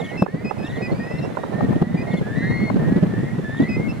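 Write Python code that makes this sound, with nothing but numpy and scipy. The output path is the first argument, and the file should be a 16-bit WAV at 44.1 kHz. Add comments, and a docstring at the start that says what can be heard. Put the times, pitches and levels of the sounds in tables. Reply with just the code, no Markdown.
"""Curlews fly over a marsh at dusk. From the start their rising whistles overlap and a smaller wader chips
in quick runs. At 0.2 s wind strikes the microphone with a dull thump and the level dips briefly; small
one-sided pops of air follow. Near 1.8 s come more buffets and a second dip. The whistles are loudest
around 2.5 s, and the wind's rumble peaks near 2.9 s. Throughout, the far flock murmurs over a soft hiss."""
import sys
import numpy as np
from scipy import signal
from scipy.fft import rfft, irfft
from scipy.io import wavfile

SR = 44100
rng = np.random.default_rng(int(sys.argv[2]) if len(sys.argv) > 2 else 0)


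def materialize(psi):
    """Save the field psi as 16-bit PCM at rate SR to the path in sys.argv[1].

    A 1-D psi becomes a single channel; in a 2-D psi each row is a channel.
    """
    bounded = np.clip(np.atleast_2d(psi).T, -1, 1)
    quanta = np.round(bounded * 32767).astype(np.int16)
    wavfile.write(sys.argv[1], SR, quanta)


N = 176400
T = np.arange(N) / SR
LUMP_DB, LUMPS_PER_S = 4.5, 19   # spread and rate of the wind's uneven level
WIND_CORRELATION = 0.12   # between the microphone's two ports


def curlews():
    """Harmonic tones: each whistle is a rising fundamental with two overtones; short high notes end calls."""
    # rising whistles: start_s, length_s, first_hz, middle_hz, last_hz, relative_db, swell_db, octave_db
    whistles = [(-.02, 0.17, 2072, 2190, 2144, -44.5, -5, -33),
                (-.02, .19, 1850, 1850, 2094, -45.5, 13, -22),
                (.272, 0.2, 1710, 1990, 2140, -44.5, -5, -26),
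                (.385, 0.21, 1800, 2014, 2040, -50.5, -7, -30),
                (.579, 0.11, 2550, 2570, 2810, -48, 4, -10.5), (.625, 0.21, 1700, 1974, 2144, -45, -7, -13),
                (.718, 0.2, 1870, 1930, 2055, -41.5, 0, -27), (.938, 0.33, 2258, 2600, 2710, -50, 4.5, -8),
                (.993, 0.21, 1844, 1950, 2084, -42, -6, -35),
                (1.28, 0.17, 1600, 1802, 1863, -55.5, 16, -12),
                (1.526, 0.14, 1770, 1825, 1850, -41.5, 1, -43), (1.69, 0.35, 1747, 1948, 2028, -45, 3, -29),
                (1.85, 0.31, 1718, 1863, 1897, -48, 10, -30), (2.066, 0.13, 2086, 2172, 2093, -42, 1, -18),
                (2.22, 0.31, 1627, 1836, 1916, -40.5, 10, -19),
                (2.281, .27, 1564, 1829, 1968, -42, 12, -27), (2.351, .355, 1937, 2124, 2119, -37, 7, -16),
                (2.418, 0.24, 1610, 1888, 1950, -41, -5, -29),
                (2.748, 0.3, 1540, 1668, 1727, -48.5, 5, -31),
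                (2.788, 0.21, 1780, 1883, 1970, -44, -8, -37), (3.081, 0.24, 1770, 1926, 2165, -48, 2, -29),
                (3.13, 0.27, 1720, 1886, 1917, -46.5, -8, -38),
                (3.437, 0.25, 1740, 1807, 2154, -39, 0, -20),
                (3.621, .26, 1920, 2042, 2184, -40.5, 1.5, -39)]
    # end notes: start_s, length_s, first_hz, middle_hz, last_hz, relative_db
    end_notes = [(0.17, 0.081, 2620, 2640, 2610, -38), (0.443, 0.066, 2566, 2520, 2670, -37.5),
                 (0.816, 0.059, 2520, 2515, 2466, -38), (1.966, 0.065, 2395, 2440, 2540, -42),
                 (3.685, 0.083, 2580, 2500, 2540, -37), (3.881, 0.043, 2740, 2610, 2760, -42.5)]
    gain_db, end_swell_db, end_octave_db = 2, -2.5, -12
    notes = list(whistles) + [(*row, end_swell_db, end_octave_db) for row in end_notes]
    out = np.zeros(N)
    for start, length, first, middle, last, db, swell_db, octave_db in notes:
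        partials_db = [0, octave_db, octave_db - 17.5]
        add(out, start, bird_note(length, [first, middle, last], db + gain_db, swell_db, partials_db))
    return out


def small_wader():
    """Modulation: fast random changes of amplitude and phase make arched chips hoarse; two peeps join in."""
    # chips: start_s, top_hz, relative_db
    chips = [(-.012, 3770, -47), (0.037, 3430, -45), (.085, 3080, -50), (.64, 3760, -46),
             (.689, 3720, -46.5), (.748, 3480, -49.5), (2.107, 3570, -45.5), (2.164, 3490, -47),
             (3.562, 3570, -48), (3.615, 3530, -50)]
    # a chip's first three harmonics: gain_db
    harmonics = [1, -12, -15]
    # faint peeps of level pitch: start_s, pitch_hz
    peeps = [(.912, 4240), (1.178, 4160)]
    arch = 1 - 0.643 * (np.array([0, .5, 1]) - 0.335) ** 2   # pitch tops out a third of the way in
    out = np.zeros(N)
    for start, hz, db in chips:
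        chip = bird_note(0.041, hz * arch, db, swell_db=-7, partials_db=harmonics, blur=.6, blur_per_s=170)
        add(out, start, chip)
    for start, hz in peeps:
        add(out, start, bird_note(0.025, [hz, hz, hz], db=-48.5, swell_db=0, partials_db=[0]))
    return out


def bird_note(length_s, pitches_hz, db, swell_db, partials_db, blur=.45, blur_per_s=60):
    """Scattering: the air blurs a tone gliding through three pitches, the more so the fainter it is."""
    attack_s, release_s, waver, flutter_db = 0.01, 0.0055, .005, 0.6
    n = int(length_s * SR)
    progress = np.arange(n) / n
    glide = np.polyval(np.polyfit([0, .5, 1], pitches_hz, 2), progress)
    hz = glide * (1 + waver * drift(24, n))
    phase = 2 * np.pi * np.cumsum(hz) / SR
    tone = sum(from_db(gain) * np.exp(1j * k * phase) for k, gain in enumerate(partials_db, 1))
    attack = np.minimum(1, progress * length_s / attack_s)
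    release = np.minimum(1, (1 - progress) * length_s / release_s)
    level = attack * release * from_db(db + swell_db * (progress - .5) + flutter_db * drift(11.4, n))
    share = min(blur * from_db(-45 - db), np.sqrt(.5))   # at most half the power is blurred
    scattered = np.sqrt(.5) * (drift(blur_per_s, n) + 1j * drift(blur_per_s, n))
    path = np.sqrt(1 - share ** 2) + share * scattered
    return np.sqrt(2) * level * np.imag(path * tone)


def buffets():
    """Pressure fluctuation: each buffet is a low swing at both ports with a burst of turbulence."""
    # wind buffets: start_s, peak_db, swing_hz
    thumps = [(.218, -3.5, 185), (0.337, -9.5, 168), (0.442, -14.5, 199), (0.818, -17, 160),
              (.915, -11.5, 175), (.986, -17, 208), (1.751, -12, 171), (1.813, -7, 171), (1.938, -8.5, 170),
              (2.132, -10, 188), (2.207, -13, 157), (2.624, -13.5, 206), (2.755, -8, 194), (2.79, -19, 157),
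              (2.874, -14.5, 138), (2.956, -8.5, 195), (3.024, -6.5, 181.3), (3.225, -16, 136),
              (3.378, -13.5, 163), (3.596, -7, 281), (3.793, -11.5, 152)]
    # spectrum of the turbulence in a buffet: frequency_hz, relative_db
    eddy_spectrum = [(30, -20), (130, -30), (280, 5), (500, -3), (1000, -23), (15000, -73.5)]
    eddy_db = -9
    swings, bursts = np.zeros((2, N)), np.zeros(N)
    for start, db, hz in thumps:
        add(swings, start, from_db(db) * puff(hz, rise_s=0.0084))
        add(bursts, start, from_db(db + eddy_db) * swell(T[:SR // 4], rise_s=0.01))
    return swings + bursts * coloured_noise(eddy_spectrum, WIND_CORRELATION)


def pops():
    """Pressure transients: small eddies burst, mostly at one port, as a few loud pops and a splutter."""
    # loud pops: start_s, relative_db, left_minus_right_db
    loud_pops = [(.223, -7.5, 6.5), (.263, -14.5, -34), (.511, -13, -37), (1.351, -29.5, -22),
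                 (1.372, -16, -32), (1.436, -18, -15), (1.608, -15, 27), (1.823, -11.5, 0),
                 (2.701, -15.5, 29)]
    # the three quick kicks of a loud pop: relative_db
    kicks = [-4, -2, -1.5]
    rise_s, sag = 0.00073, 0.19
    kick_hz, kick_gap_s, kick_gain_db = 884, 0.002285, 3.5
    splutter_hz, splutter_per_s = 710, 50
    out = np.zeros((2, N))
    for start, db, pan_db in loud_pops:
        click = swell(T[:SR // 10], rise_s) * rng.standard_normal(SR // 10)
        add(out, start, panned(pan_db) * from_db(-24 + 2 * db) * click)   # square of the pop's strength
        for k, kick_db in enumerate(kicks):
            kick = from_db(db + kick_gain_db + kick_db) * puff(kick_hz * np.exp(.18 * rng.normal()), rise_s, sag)
            add(out, start + (k - .5) * kick_gap_s, panned(pan_db) * kick)
    for start in rng.uniform(0, N / SR, int(splutter_per_s * N / SR)):
        size, pitch, place = rng.standard_normal(3)
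        pop = from_db(-31 + 3 * size) * puff(splutter_hz * np.exp(.3 * pitch), rise_s, sag)
        add(out, start, panned(-14 + 9 * place) * pop)   # mostly at the right port
    return out


def rumble():
    """Turbulence: lumpy low noise and small round swirls both follow the strength of the wind."""
    # strength of the wind between buffets: time_s, level_db
    strength = [(0, -27.5), (.42, -29), (.65, -26.5), (1.37, -29), (1.76, -20), (2.0, -28), (2.45, -20),
                (2.68, -23), (2.93, -17), (3.3, -27), (3.52, -28.5), (3.76, -21.5)]
    # spectrum of the rumble: frequency_hz, relative_db
    spectrum = [(25, -26), (85, -12.5), (120, 1), (200, 0.5), (320, -10.5), (600, -20), (2500, -45),
                (5000, -65.5)]
    swirls_per_s, swirl_hz, swirl_db = 30, 251, 2
    lumps = np.array([drift(LUMPS_PER_S), drift(LUMPS_PER_S)])
    lumps += drift(LUMPS_PER_S)   # the part common to both ports
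    out = rms_one(coloured_noise(spectrum, WIND_CORRELATION) * from_db(LUMP_DB * rms_one(lumps)))
    for start in np.arange(0, N / SR, 1 / swirls_per_s):
        late, size, pitch = rng.standard_normal(3)
        hz = swirl_hz * np.exp(.25 * pitch)
        swirl = from_db(swirl_db + LUMP_DB * size) * puff(hz, rise_s=1 / hz)
        add(out, start + .5 * late / swirls_per_s, swirl)
    return from_db(np.interp(T, *np.transpose(strength))) * out


def draught():
    """Flow noise: a draught across the right port alone makes a fluttering mid-range rush."""
    # strength of the draught: time_s, level_db
    strength = [(0, -29.5), (2, -31.5), (4, -42.5)]
    rush = band_noise(336, 710, N) * from_db(LUMP_DB * drift(LUMPS_PER_S))
    right_only = np.array([[0], [1]])
    return from_db(np.interp(T, *np.transpose(strength))) * rms_one(rush) * right_only


def crackle(wind):
    """Half-wave modulation: each crest of wind pressure forces a short gritty hiss through the ports."""
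    grit = rms_one(band_noise(1390, 3890, (2, N)))
    return from_db(-33.5) * np.maximum(wind, 0) * grit


def far_flock():
    """Superposition: faint rising whistles at random times and places merge into a murmur."""
    calls_per_s, length_s, base_hz = 12, .23, 1735
    rise = 1 + 0.18 * np.array([0, .6, 1])
    out = np.zeros((2, N))
    for start in np.arange(-length_s, N / SR, 1 / calls_per_s):
        late, pitch, loud, place = rng.standard_normal(4)
        glide = base_hz * np.exp(.09 * pitch) * rise
        whistle = bird_note(length_s, glide, db=-58 + 2 * loud, swell_db=0, partials_db=[0, -10])
        add(out, start + 0.042 * late, panned(2 * place) * whistle)
    return out


def marsh_echo(birds):
    """Diffuse reflection: the marsh returns a thin, quickly dying tail, different on each side."""
    echo_db, t60_s = -16.5, 0.4
    tails = rng.standard_normal((2, SR)) * from_db(-60 * T[:SR] / t60_s)
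    tails /= np.sqrt(np.sum(tails ** 2, axis=1, keepdims=True))
    return from_db(echo_db) * signal.fftconvolve(birds, tails, axes=1)[:, :N]


def air_hiss():
    """Broadband noise: a soft open-air hiss, nearly uncorrelated between the two sides."""
    # spectrum of the hiss: frequency_hz, relative_db
    spectrum = [(400, -13), (1300, 7.5), (1850, 6), (3600, -6.5), (5000, -11), (8000, -13.5),
                (12000, -18.5), (15000, -33)]
    return from_db(-45.5) * coloured_noise(spectrum, correlation=0.094)


def puff(hz, rise_s, sag=0):
    """Damped oscillation: air pressure swings briefly, its pitch sinking by about sag per rise time."""
    t = T[:int(10 * rise_s * SR)]
    cycles = np.cumsum(hz * np.exp(-sag * t / rise_s)) / SR + rng.random()
    skew = 0.12 * rng.standard_normal((2, 1))   # the two ports swing out of step
    return swell(t, rise_s) * np.sin(2 * np.pi * (cycles + skew))


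def swell(t, rise_s):
    """An envelope that peaks at 1 after the rise time, then decays."""
    u = np.maximum(t, 0) / rise_s
    return (u * np.exp(1 - u)) ** 2


def drift(per_s, count=N):
    """Low-passed noise: a smooth random wander of rms 1."""
    step = 40   # samples between computed points
    pole = np.exp(-2 * np.pi * per_s * step / SR)
    slow = signal.lfilter([1], [1, -2 * pole, pole ** 2], rng.standard_normal(N // step + 2002))[2000:]
    return np.interp(np.arange(count) / step, np.arange(len(slow)), rms_one(slow))


def coloured_noise(spectrum, correlation):
    """Spectral shaping: stereo noise of rms 1, partly alike in both channels."""
    hz, db = np.transpose(spectrum)
    gain = from_db(np.interp(np.log(np.fft.rfftfreq(N, 1 / SR) + 1), np.log(hz), db))
    mid, side = irfft(rfft(rng.standard_normal((2, N))) * gain, N)
    return rms_one(np.sqrt(1 + correlation) * mid + np.sqrt(1 - correlation) * side * [[1], [-1]])


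def band_noise(low_hz, high_hz, shape):
    """Band-passed white noise."""
    band = signal.butter(2, [low_hz, high_hz], "band", fs=SR, output="sos")
    return signal.sosfilt(band, rng.standard_normal(shape))


def panned(left_minus_right_db):
    """Level panning: left and right gains with a mean of 1."""
    gains = from_db([[left_minus_right_db / 2], [-left_minus_right_db / 2]])
    return gains / gains.mean()


def from_db(db):
    """Decibels to gain."""
    return 10 ** (np.asarray(db) / 20)


def rms_one(x):
    """Scale to unit rms."""
    return x / np.sqrt(np.mean(x ** 2) + 1e-20)


def add(out, start_s, sound):
    """Mix a sound in at its start time."""
    i = int(start_s * SR)
    a, b = max(i, 0), min(i + sound.shape[-1], N)
    if b > a:
        out[..., a:b] += sound[..., a - i:b - i]


def scene():
    """Superposition: birds over the marsh, wind at the microphone and open-air hiss add together."""
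    wind = rumble() + buffets() + draught() + pops()
    near = curlews() + small_wader()
    left_lag_s = .000035   # the near birds are slightly to the right
    birds = np.array([np.interp(T - left_lag_s, T, near), near]) + far_flock()
    return birds + marsh_echo(birds) + wind + crackle(wind) + air_hiss()


def record(dry):
    """Gain reduction and clipping: the level dips twice, peaks are clipped and the top treble is cut."""
    # dips in level at two strong buffets: start_s, depth_db
    dips = [(0.225, 6.5), (1.824, 4)]
    onset_s, recovery_db_per_s, cutoff_hz = 0.002, 16, 15200
    dip_db = np.zeros(N)
    for start, depth_db in dips:
        onset = np.clip((T - start) / onset_s, 0, 1)
        dip_db += onset * np.maximum(0, depth_db - recovery_db_per_s * (T - start))
    low_pass = signal.ellip(10, .2, 80, cutoff_hz, fs=SR, output="sos")
    return signal.sosfilt(low_pass, np.clip(dry * from_db(-dip_db), -1, 1))


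dry = scene()
out = record(dry)
materialize(out)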